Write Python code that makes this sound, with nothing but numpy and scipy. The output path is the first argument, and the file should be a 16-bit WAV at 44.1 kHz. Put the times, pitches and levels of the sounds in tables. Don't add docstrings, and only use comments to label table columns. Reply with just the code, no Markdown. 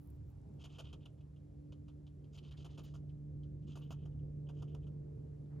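import sys
import numpy as np
from scipy import signal
from scipy.fft import rfft, irfft, next_fast_len
from scipy.io import wavfile
from scipy.ndimage import uniform_filter1d, map_coordinates

SR = 44100
rng = np.random.default_rng(int(sys.argv[2]) if len(sys.argv) > 2 else 0)


def pcm_store(signal):
    levels = np.round(np.clip(np.atleast_2d(signal), -1, 1) * 32767)
    wavfile.write(sys.argv[1], SR, levels.astype(np.int16).T)


def decibels_to_gain(level_db):
    exponent = np.asarray(level_db, float) / 20
    return 10 ** exponent


N = 246958

# pitch_hz, density_db (per Hz)
RUMBLE_COLOUR = [(12, -71), (20, -41), (54, 0), (113, 1), (140, 1.5), (159, -13), (173, -24.5), (260, -17),
                 (340, -48.5), (570, -120)]
ROAR_COLOUR = [(94, -28.5), (160, -4.5), (195, -8), (242, -12.5), (301, -14.5), (383, -15), (594, -25),
               (782, -39.5), (2500, -64), (3250, -91), (5500, -120)]
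HISS_COLOUR = [(700, -23), (1200, 0.5), (1900, -4), (3400, -8), (7600, -9.5), (8400, -13.5), (10500, -13),
               (12300, -16.5), (12900, -28), (15800, -31)]
SWISH_COLOUR = [(300, -43), (550, -2.5), (800, -0.5), (1100, -9.5), (2000, -31.5), (4000, -120)]
# pitch_hz, likeness (0 to 1)
LIKENESS = [(60, 1), (130, 1), (290, 0.77), (640, 0.1), (1410, 0.23), (3100, 1), (6820, 0.32),
            (15000, 0.48)]
# time_s, level_db
TRAFFIC = [(0, -2.5), (.25, 5.5), (.9, -1), (1.2, -1.5), (2.3, -0.5), (3.0, -1), (3.4, 2), (3.8, -2),
           (4.15, 5), (4.5, 1.5), (5.15, 2.5), (5.6, -2)]
# time_s, level_db
BREEZE = [
    (0, 1),
    (.6, 2),
    (1.1, 0),
    (2.2, -0.4),
    (2.7, 0.5),
    (3.4, -1),
    (4.4, -0.5),
    (5.0, -0.3),
    (5.3, 1),
    (5.6, 1),
]
# time_s, firing_db, labour_db (lifts order 2), clear_path_db (lifts what lies above)
DRONE = [(0, -59.5, 2, -6.5), (.34, -62.5, -2.5, -4.5), (.61, -55.5, 1.5, -2), (1.29, -58.5, -6, -3.5),
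         (1.62, -56, 4.5, -5.5), (2.1, -55.5, 2.5, -7), (2.33, -56, -12.5, -3), (2.7, -53, 0, -2.5),
         (3.04, -49.5, 0.5, -9), (3.3, -48, 3, 1), (3.55, -49, 4, 2.5), (3.7, -49, .5, -5),
         (4.05, -47.5, .5, 1.5), (4.33, -47, 0.5, 3.5), (4.6, -46, 2.5, 10.5), (4.93, -48.5, 1, 12),
         (5.3, -51, -4, 8.5), (5.6, -47, 3, 10.5)]
# start_s, peak_db, pitch_hz, left_over_right_db
SNAPS = [(.033, -76, 11000, 0), (.074, -67.5, 12700, -17), (0.103, -65, 11500, 2), (.107, -64.5, 12500, -4),
         (.161, -78, 10000, 1), (.303, -72.5, 11300, -7), (.318, -80, 11300, -3), (.374, -79, 11000, 0),
         (.395, -87, 9000, 2), (.416, -78, 8500, 0), (.490, -80, 10800, -3), (.540, -81.5, 6600, 14),
         (1.105, -81, 7000, -2), (2.372, -72, 11000, 0), (5.46, -83, 3550, -4)]
# start_s, length_s, level_db, pitch_hz
STROKES = [(0, 0.064, -87.5, 10800), (0, 0.082, -86, 14800), (0.072, 0.045, -88, 14800),
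           (0.124, 0.047, -92.5, 14300), (0.262, .06, -91.5, 15000), (0.529, 0.044, -100, 14400),
           (1.119, .04, -100, 10000), (2.335, 0.053, -97, 13900), (2.517, 0.044, -84, 1900),
           (2.69, .06, -87, 1950), (2.842, .05, -85.5, 1900), (4.06, .03, -89.5, 1230),
           (2.832, 0.023, -83.5, 14800), (2.834, 0.026, -89.5, 11000), (3.751, 0.12, -90, 14800),
           (3.775, .03, -89, 10900), (3.899, 0.033, -84, 14300), (5.138, 0.088, -103.5, 10800),
           (5.398, .05, -104, 10500), (5.319, 0.037, -93, 1790), (5.442, 0.037, -99, 1500),
           (5.502, .035, -82, 1180), (5.533, 0.062, -85, 1590)]
# start_s, peak_db, hold_s, mouth_open_db
PUFFS = [(.6399, -55, 0.021, -4), (.7844, -52, 0.023, -2), (0.9287, -54, 0.007, -1.5),
         (1.056, -57, 0.0076, -6), (1.208, -69, .0071, -18), (1.362, -71.5, .0052, -10),
         (1.723, -61, 0.0041, -4), (1.882, -64.5, 0.0072, -3), (2.068, -64.5, .0041, -9.5),
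         (2.243, -69.5, .0028, -10), (2.375, -58.5, 0.014, -8), (2.5103, -60.5, 0.017, -5),
         (2.6462, -60, 0.017, 3.5), (2.776, -57.5, 0.025, 0), (2.9397, -68, 0.029, 6.5),
         (3.0932, -72, 0.0074, -16), (3.433, -70.5, 0.0048, -6), (3.7553, -58.5, 0.023, 0),
         (3.907, -55.5, 0.021, 0), (4.054, -67.5, 0.0084, 3), (4.191, -78, 0.0085, -12.5),
         (4.489, -61, 0.0096, 1), (4.621, -61.5, 0.01, 4), (4.747, -60.5, 0.0032, 6.5),
         (4.8683, -69.5, 0.01, -1)]
# start_s, first_db, last_db, nostril_flare_db
DRAWS = [(.584, -80, -62.5, -8.5), (.688, -74, -68, -13), (0.837, -65, -74, -19), (1.001, -74, -80, -26),
         (1.177, -79, -92, -14), (2.319, -86, -64, -2.5), (2.424, -73.5, -74, -14), (2.562, -70, -75, -8),
         (2.691, -73, -79.5, -10), (2.831, -68, -86, -5), (3.616, -82.5, -125, -8),
         (3.665, -71, -71.5, -10.5), (3.804, -68, -83.5, -17), (3.96, -84, -77.5, -23),
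         (4.115, -79, -130, -11), (4.457, -84, -74, -26), (4.532, -85.5, -73, -10.5),
         (4.672, -72, -83.5, -17), (4.817, -75.5, -90, -17)]
# time_s, level_db
FACING = [
    (.65, -8.5),
    (1.3, -10.5),
    (1.75, -4.5),
    (2.5, -2),
    (3.0, -4),
    (3.5, -4.5),
    (4.0, -15),
    (4.9, -21.5),
]
# pitch_hz, width_hz, level_db
NOSE = [(2620, 400, -8), (3030, 500, 0), (3500, 450, -12)]
THROAT = [(470, 250, 4), (660, 320, 0.5), (930, 160, -2.5), (1180, 255, -1), (1382, 180, -4.5),
          (2140, 370, -29.5)]
NOSTRIL = [(4880, 1100, 4), (5780, 2000, 1.5), (6600, 1200, 5)]
JET = [(9750, 2900, -4.5), (12000, 1600, -6.5), (14800, 1200, -10)]
SINUS = [(3490, 1700, 1), (4550, 840, -8)]
# pitch_hz, level_db; then pitch_hz, lead_rad
PORT_LEVEL = [(60, 1), (110, -3.5), (200, 0), (380, -2.5), (700, 0), (1290, 0.5), (2380, -1), (4400, 0.5),
              (8120, -0.5), (15000, 1)]
PORT_LEAD = [(60, .2), (150, .35), (430, 1.2), (900, .4), (1550, -.2), (3270, .6), (6000, -.2), (7800, .1),
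             (8400, 2.1), (10400, .2), (11600, -.2), (12600, -2.4), (15500, -4)]

FIRING_HZ = 146.7
NEAR_DB = -52
RUMBLE_DB, RUMBLE_GROWS, SWELL_DB = -55.5, 0.3, 1.2
ROAR_DB, ROAR_GROWS, ROAR_CLEARS = -60, 0.28, 0.2
HISS_DB, SWISH_DB, SWISH_GROWS = -88, -84.5, 3
SECOND_DB, THIRD_DB, THIRD_BREAKS_DB = -65.5, -73, 3
FAN_DB, FAN_GROWS, FAN_CLEARS, FADING_DB = -79, 0.89, 0.49, 2.5
FALL_T60_S, FALL_PER_HOLD = 0.067, 0.53
SHUT_S = 0.0039
DRAW_THROAT_DB, THROAT_SHADE = -4, 0.17
NOSTRIL_DB, NOSTRIL_FOLLOWS, NOSTRIL_PER_S = -9, 0.67, 96


def unit(x):
    return x / np.sqrt(np.mean(x ** 2) + 1e-20)


def along(points, hz):
    f, v = np.transpose(points)
    return np.interp(np.log(hz + 1), np.log(f + 1), v)


def curves(rows):
    s, *columns = np.transpose(rows)
    return [np.interp(np.arange(N) / SR, s, column) for column in columns]


def wobble(rate):
    knots = rng.standard_normal(int(N * rate / SR) + 4)
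    return map_coordinates(knots, [np.arange(N) * rate / SR])


def filtered(x, response):
    size, lead = next_fast_len(N + SR // 2), SR // 4
    widths = [(0, 0)] * (x.ndim - 1) + [(lead, size - N - lead)]
    spectrum = rfft(np.pad(x, widths, mode="reflect"))
    return irfft(spectrum * response(np.fft.rfftfreq(size, 1 / SR)), size)[..., lead:lead + N]


def cavity(modes):
    def response(f):
        power = 0
        for centre, width, db in modes:
            damping = (f * width) ** 2
            power = power + decibels_to_gain(2 * db) * (damping / ((centre ** 2 - f * f) ** 2 + damping)) ** 2
        return np.sqrt(power / np.mean(power))
    return response


def rush(colour, patchy_db):
    grid = signal.stft(rng.standard_normal((2, N)), nperseg=512)[2]
    patches = uniform_filter1d(rng.standard_normal(grid.shape[1:]), 6, 0)
    patches = unit(uniform_filter1d(patches, 14, 1))
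    pair = signal.istft(grid * decibels_to_gain(patchy_db * patches), nperseg=512)[1][:, :N]

    def mid_side(hz):
        angle = np.arccos(np.clip(along(LIKENESS, hz), -1, 1)) / 2
        return decibels_to_gain(along(colour, hz)) * [np.cos(angle), np.sin(angle)]

    mid, side = filtered(pair, mid_side)
    return unit(np.array([mid + side, mid - side]))


def town_rumble():
    near_db = curves(DRONE)[0] - NEAR_DB
    traffic_db, = curves(TRAFFIC)
    level_db = RUMBLE_DB + RUMBLE_GROWS * near_db + traffic_db + SWELL_DB * wobble(6)
    return decibels_to_gain(level_db) * rush(RUMBLE_COLOUR, patchy_db=-0.97)


def breeze():
    breeze_db, = curves(BREEZE)
    hiss = decibels_to_gain(HISS_DB + breeze_db) * rush(HISS_COLOUR, patchy_db=0.25)
    swish = decibels_to_gain(SWISH_DB + SWISH_GROWS * breeze_db) * rush(SWISH_COLOUR, patchy_db=2.5)
    return hiss + swish


def machine_roar():
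    firing_db, _, clear_db = curves(DRONE)
    level_db = ROAR_DB + ROAR_GROWS * (firing_db - NEAR_DB) + ROAR_CLEARS * clear_db + 0.4 * wobble(4)
    return decibels_to_gain(level_db) * rush(ROAR_COLOUR, patchy_db=2.0)


def machine_drone():
    firing_db, labour_db, clear_db = curves(DRONE)
    near_db = firing_db - NEAR_DB
    second_db = SECOND_DB + labour_db
    third_db = THIRD_DB - 3.5 + clear_db + THIRD_BREAKS_DB * wobble(12)
    fourth_db = third_db - 17.5 + 4.1 * wobble(3)
    fan_db = FAN_DB + FAN_GROWS * near_db + FAN_CLEARS * clear_db + FADING_DB * wobble(3.5)
    # order, level_db, left-right phase spread_rad
    lines = [(1, firing_db, 0.04), (2, second_db, 0.3), (3, third_db, 0.6), (4, fourth_db, 0.6),
             (7 / 3, fan_db, 0.5)]
    turn = 2 * np.pi * FIRING_HZ * np.arange(N) / SR
    out = np.zeros((2, N))
    for order, db, spread in lines:
        drift = 0.34 * order * wobble(4)
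        apart = spread * wobble(0.88) * np.array([[0.5], [-0.5]])
        level = np.sqrt(2) * decibels_to_gain(db + 0.23 * order * wobble(9))
        out += level * np.sin(order * turn + drift + apart)
    misfire = unit(filtered(rng.standard_normal(N), cavity([(FIRING_HZ / 2, 22, 0)])))
    return out + decibels_to_gain(-48 + 0.19 * firing_db) * misfire


def grass():
    out, t = np.zeros((2, N + SR)), np.arange(SR // 125) / SR
    snaps = [(s, db + 18.5, hz, pan_db, 9) for s, db, hz, pan_db in SNAPS]
    for s, length, db, hz in STROKES:
        when, size, pitch, side = rng.random((4, 120))
        times = s + length * when
        levels_db = db + 6.5 - 4.0 * np.log(size + 0.02)
        pitches = hz + 1200 * (pitch - 0.5)
        ring_cycles = np.full(120, 7 + hz / 450)
        snaps += zip(times, levels_db, pitches, 12 * side - 6, ring_cycles)
    for s, db, hz, pan_db, cycles in snaps:
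        phase = 0.64 * rng.uniform(0, 2 * np.pi, (2, 1))
        envelope = (1 - np.exp(-t * hz)) * decibels_to_gain(-60 * t * hz / cycles)
        snap = envelope * np.sin(2 * np.pi * hz * t + phase)
        pan = decibels_to_gain([[pan_db / 2], [-pan_db / 2]])
        out[:, round(s * SR):][:, :len(t)] += decibels_to_gain(db) * pan * snap
    return out[:, :N]


def puff(t, db, hold, open_db):
    t60 = FALL_T60_S + FALL_PER_HOLD * hold
    fall_db = -90 * np.minimum(t, hold) - 60 * np.clip(t - hold, 0, None) / t60
    shape = (1 - np.exp(-t / 0.0013)) ** 2 * decibels_to_gain(fall_db)
    nostril_db = NOSTRIL_DB + NOSTRIL_FOLLOWS * open_db + NOSTRIL_PER_S * hold
    jet_db = nostril_db - 8.0
    balance = decibels_to_gain([[0], [open_db + 3.5], [nostril_db], [jet_db]])
    return decibels_to_gain(db - 6.0) * balance * shape ** np.array([[1], [0.8], [1.05], [1.15]])


def draw(t, length, first_db, last_db, flare_db, throat_db):
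    edges = np.clip(t / 0.016, 0, 1) * np.clip((length - t) / 0.011, 0, 1)
    level = decibels_to_gain(first_db + (last_db - first_db) * np.clip(t / length, 0, 1))
    return level * edges * decibels_to_gain([[0], [throat_db], [flare_db], [flare_db - 17.0]])


def airflow():
    flow, t = np.zeros((4, N + SR)), np.arange(SR // 4) / SR
    facing_db, = curves(FACING)
    starts = np.transpose(PUFFS)[0]
    for s, db, hold, open_db in PUFFS:
        flow[:, round((s - 0.002) * SR):][:, :len(t)] += puff(t, db, hold, open_db)
    for s, first_db, last_db, flare_db in DRAWS:
        length = starts[starts > s].min() - s - SHUT_S
        throat_db = DRAW_THROAT_DB + THROAT_SHADE * facing_db[round(s * SR)]
        breath = draw(t, length, first_db, last_db, flare_db, throat_db)
        flow[:, round(s * SR):][:, :len(t)] += breath
    flow = flow[:, :N]
    return np.vstack([flow, flow[0] * decibels_to_gain(facing_db)])


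def stone_echo(nose):
    t = np.arange(SR // 8) / SR
    scatter = rng.standard_normal((2, len(t))) * decibels_to_gain(-60 * t / 0.15)
    scatter = scatter / np.linalg.norm(scatter[0])
    return signal.fftconvolve(nose[None], scatter, axes=1)[:, :N]


def sniffing():
    flutter_db = 1.1 * wobble(220) + 2.27 * np.array([wobble(180) for _ in range(5)])
    turbulence = airflow() * unit(decibels_to_gain(flutter_db) * rng.standard_normal((5, N)))
    cavities = (NOSE, THROAT, NOSTRIL, JET, SINUS)
    nose = sum(filtered(air, cavity(modes)) for air, modes in zip(turbulence, cavities))
    return nose + decibels_to_gain(-13.0) * stone_echo(nose)


def scene():
    far = town_rumble() + breeze() + machine_roar() + machine_drone()
    return far + grass() + sniffing()


def top_cut(x):
    return signal.sosfilt(signal.butter(12, 15920, fs=SR, output="sos"), x)


def record(dry):
    half = np.array([[0.5], [-0.5]])

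    def ports(hz):
        return decibels_to_gain(half * along(PORT_LEVEL, hz)) * np.exp(1j * half * along(PORT_LEAD, hz))

    mix = filtered(dry, ports)
    return top_cut(mix)


dry = scene()
out = record(dry)
pcm_store(out)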